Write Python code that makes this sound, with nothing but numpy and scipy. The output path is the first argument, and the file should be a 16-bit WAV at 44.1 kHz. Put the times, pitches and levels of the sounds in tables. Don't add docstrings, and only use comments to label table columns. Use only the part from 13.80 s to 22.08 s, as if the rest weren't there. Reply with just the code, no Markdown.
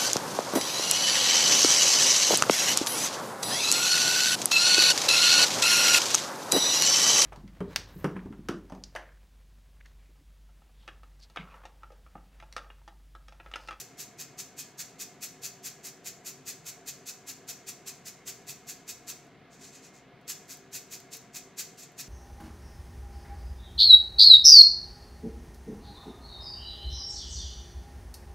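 import sys
import numpy as np
from scipy import signal
from scipy.fft import rfft, irfft
from scipy.io import wavfile

SR = 44100
rng = np.random.default_rng(int(sys.argv[2]) if len(sys.argv) > 2 else 0)


def store_pcm(level_fs):
    pcm = np.round(np.clip(level_fs, -1, 1) * 32767).astype(np.int16)
    wavfile.write(sys.argv[1], SR, np.atleast_2d(pcm).T)


N = 365148
T = np.arange(N) / SR
HZ = np.arange(N // 2 + 1) * SR / N + 1e-3


def undb(db):
    return 10 ** (np.asarray(db) / 20)


def unit_rms(x):
    return x / np.sqrt(np.mean(x ** 2))


def colour(outline, resonances=()):
    hz, db = np.transpose(outline)
    power = 1 + sum((undb(lift_db) ** 2 - 1) / (1 + (2 * (HZ - centre_hz) / width_hz) ** 2) ** 2
                    for centre_hz, width_hz, lift_db in resonances)
    return undb(np.interp(np.log(HZ), np.log(hz), db)) * np.sqrt(np.abs(power))


def shape(x, gain):
    return irfft(rfft(x) * gain, N)


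def stereo(mid, side, width, balance):
    side = shape(side, colour(width))
    tilt = np.sqrt(colour(balance))
    return shape(np.array([mid + side, mid - side]), np.array([tilt, 1 / tilt]))


def fan(level_db=-55):
    # freq_hz, level_db
    air = [(25, -23), (50, -22.5), (85, -16.5), (105, -7), (140, -2), (210, -4.5), (340, -9), (600, -13.5),
           (860, -17.5), (1100, -15), (2100, -17.5), (2700, -21), (4000, -25.5), (9000, -48.5)]
    # centre_hz, width_hz, lift_db
    hood = [(65.2, 3.7, 13.5), (137.4, 10, 4), (266, 10.3, 9.5), (317.7, 7, 5.5), (387, 22.6, 12),
            (450, 30, 9), (496, 24, 5), (714, 82, 12.5), (983, 33, 5), (1684, 29, 8), (2010, 25, 5),
            (2127, 35, 8.5), (2184, 29, 9)]
    # freq_hz, side_minus_mid_db
    width = [(30, -7), (70, -13), (140, -21), (400, -15), (720, -17), (950, -10.5), (1500, -19),
             (4000, -11), (6000, 1)]
    # freq_hz, left_minus_right_db
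    balance = [(110, 3), (300, .6), (1200, 0)]
    mid, side = shape(rng.standard_normal((2, N)), unit_rms(colour(air, hood)))
    return undb(level_db) * stereo(mid, side, width, balance)


def impacts(showers, peak_rate_hz, bounce_db, bounce_s, scatter_db=4, rise_share=.47):
    power, treble_power = np.full((2, N), 1e-14)
    for peak_s, level_db, length_s, hard_db in showers:
        age_s = T - peak_s
        width_s = length_s * np.where(age_s < 0, rise_share, 1 - rise_share)
        steepness = np.where(age_s < 0, 2.15, 1.79)
        landing = np.exp(-.5 * np.abs(age_s / width_s) ** steepness)
        bounces = undb(bounce_db) ** 2 * (age_s > 0) * np.exp(-np.abs(age_s) / bounce_s)
        snap = landing ** 1.21
        dulling = undb(-4 - 35 * np.abs(age_s)) ** 2
        power += undb(level_db) ** 2 * (landing + bounces)
        treble_power += undb(level_db + hard_db) ** 2 * (snap + bounces * dulling)
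    chance = np.minimum(peak_rate_hz / SR * (power / power.max()) ** .22, 1)
    size = unit_rms(undb(scatter_db * np.clip(rng.standard_normal(N), -2, 2)))
    polarity = rng.choice([-1, 1], N)
    clicks = size * polarity * (rng.random(N) < chance) / np.sqrt(chance)
    return clicks * np.sqrt([power, treble_power])


def tosses(usual_db=-36, usual_s=.022, usual_hard_db=-3.5):
    # peak_s, level_db, length_s
    landings = [(-0.005, -35, 0.022), (0.208, -38, 0.026), (0.408, -38, 0.022), (0.599, -35.5, 0.018),
                (0.796, -36.5, 0.021), (1.003, -34, 0.019), (1.214, -35.5, 0.02), (1.438, -34.5, 0.021),
                (1.65, -35.5, 0.025), (1.862, -35, 0.023), (2.064, -38.3, 0.026), (2.273, -37, 0.023),
                (2.477, -36.5, 0.024), (2.688, -35.5, 0.024), (2.881, -37.5, 0.024), (3.086, -35.5, 0.02),
                (3.286, -36, 0.022), (3.495, -37.5, 0.023), (3.698, -35.5, 0.019), (3.889, -36, 0.019),
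                (4.084, -36.5, 0.019), (4.276, -39, 0.021), (4.485, -35, 0.02), (4.696, -36.5, 0.022),
                (4.898, -38, 0.024), (5.098, -37, 0.021), (5.295, -35, 0.02), (6.501, -32.5, 0.019),
                (6.714, -41.5, 0.029), (6.953, -35.5, 0.025), (7.135, -39.5, 0.025), (7.341, -40, 0.023),
                (7.563, -38, 0.022), (7.798, -33, 0.021), (7.998, -46, 0.025), (8.033, -46, 0.016),
                (8.2, -37, 0.021)]
    showers = []
    for peak_s, level_db, length_s in landings:
        hard_db = usual_hard_db + .38 * (level_db - usual_db) + 250 * (length_s - usual_s)
        showers.append((peak_s, level_db, length_s, hard_db))
    return impacts(showers, peak_rate_hz=12000, bounce_db=-14, bounce_s=.036)


def mesh(clicks, crossover_hz=8800, tick_s=.00066, ring_s=.0073, ring_db=-16, spots=10):
    # freq_hz, level_db
    spectrum = [(400, -31), (900, -21), (1600, -12), (2200, -11), (3100, -11.5), (4200, -5.5), (5300, -5.5),
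                (6300, -.5), (7300, 0), (8200, -4.5), (9300, -10.5), (11800, -4.5), (14000, -6),
                (16000, -8.5)]
    # centre_hz, width_hz, lift_db
    rim = [(2497, 97, 10), (2592, 55, 7.5), (2698, 65, 6.5), (4630, 410, 2), (6250, 330, -0.1)]
    high = 1 / (1 + (crossover_hz / HZ) ** 8)
    struck_spot = rng.integers(0, spots, N)
    age_s = T[:SR // 16]
    decay = np.exp(-age_s / tick_s) + undb(ring_db) * np.exp(-age_s / ring_s)
    ringing, power = 0, 0
    for spot in range(spots):
        body, treble = rfft(clicks * (struck_spot == spot))
        response = rfft(rng.standard_normal((2, len(age_s))) * decay, N)
        ringing += (body * (1 - high) + treble * high) * response
        power += np.abs(response) ** 2 / spots
    return irfft(ringing / np.sqrt(power) * unit_rms(colour(spectrum, rim)), N)


def kitchen(x, level_db=-7.5, body_t60_s=.35, treble_t60_s=.25, crossover_hz=8500, build_s=.0054):
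    age_s = T[:SR // 2]
    high = 1 / (1 + (crossover_hz / HZ) ** 10)
    wander_rad = 2 * np.pi * 1.1 * T
    reverb = 0
    for band, t60_s in ((1 - high, body_t60_s), (high * undb(-5), treble_t60_s)):
        envelope = undb(-60 * age_s / t60_s) * (1 - np.exp(-age_s / build_s))
        part = shape(x, band)
        for share in (np.cos(wander_rad), np.sin(wander_rad)):
            echoes = rng.standard_normal((2, len(age_s))) * envelope / np.linalg.norm(envelope)
            reverb += signal.fftconvolve((part * share)[None], echoes, axes=1)[:, :N]
    return undb(level_db) * reverb


def strays(contact_s=.0031):
    # start_s, level_db, hard_db
    drops = [(5.448, -61, -2), (5.467, -62, -1), (6.412, -66, 2), (6.479, -36, -2.5), (6.771, -51, 5),
             (7.201, -44, -2), (7.368, -50, 13.5), (8.119, -65, 7)]
    chatter = np.zeros((2, N))
    for start_s, level_db, hard_db in drops:
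        contact = (T > start_s) * np.exp(-np.abs(T - start_s) / contact_s) * rng.standard_normal(N)
        chatter += undb([[level_db], [level_db + hard_db]]) * contact
    return chatter


def swirl(hard_db=-14):
    # peak_s, level_db, length_s
    slides = [(5.739, -55.5, 0.03), (5.845, -47, .048), (5.952, -49, .037), (6.051, -51, .032),
              (6.16, -56, 0.034)]
    showers = [(*slide, hard_db) for slide in slides]
    return impacts(showers, peak_rate_hz=11000, bounce_db=-22, bounce_s=.02)


def scene():
    # freq_hz, side_minus_mid_db
    width = [(1000, -13), (1900, -22), (2600, -13), (3600, -15.5), (4500, -12), (5400, 1), (7300, -0.5),
             (9500, 4.5), (15500, -3.5)]
    # freq_hz, left_minus_right_db
    balance = [(5000, 0.5), (5600, 1.4), (7500, 0.5), (9000, 1), (10600, -1.5), (13000, 0)]
    direct_mid, direct_side = mesh(tosses() + swirl() + strays())
    room_mid, room_side = kitchen(direct_mid)
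    beans = stereo(direct_mid + room_mid, undb(-10) * direct_side + room_side, width, balance)
    return beans + fan()


def record(dry, cutoff_hz=15680):
    return signal.sosfilt(signal.ellip(10, .2, 70, cutoff_hz, fs=SR, output="sos"), dry)


dry = scene()
out = record(dry)
store_pcm(out)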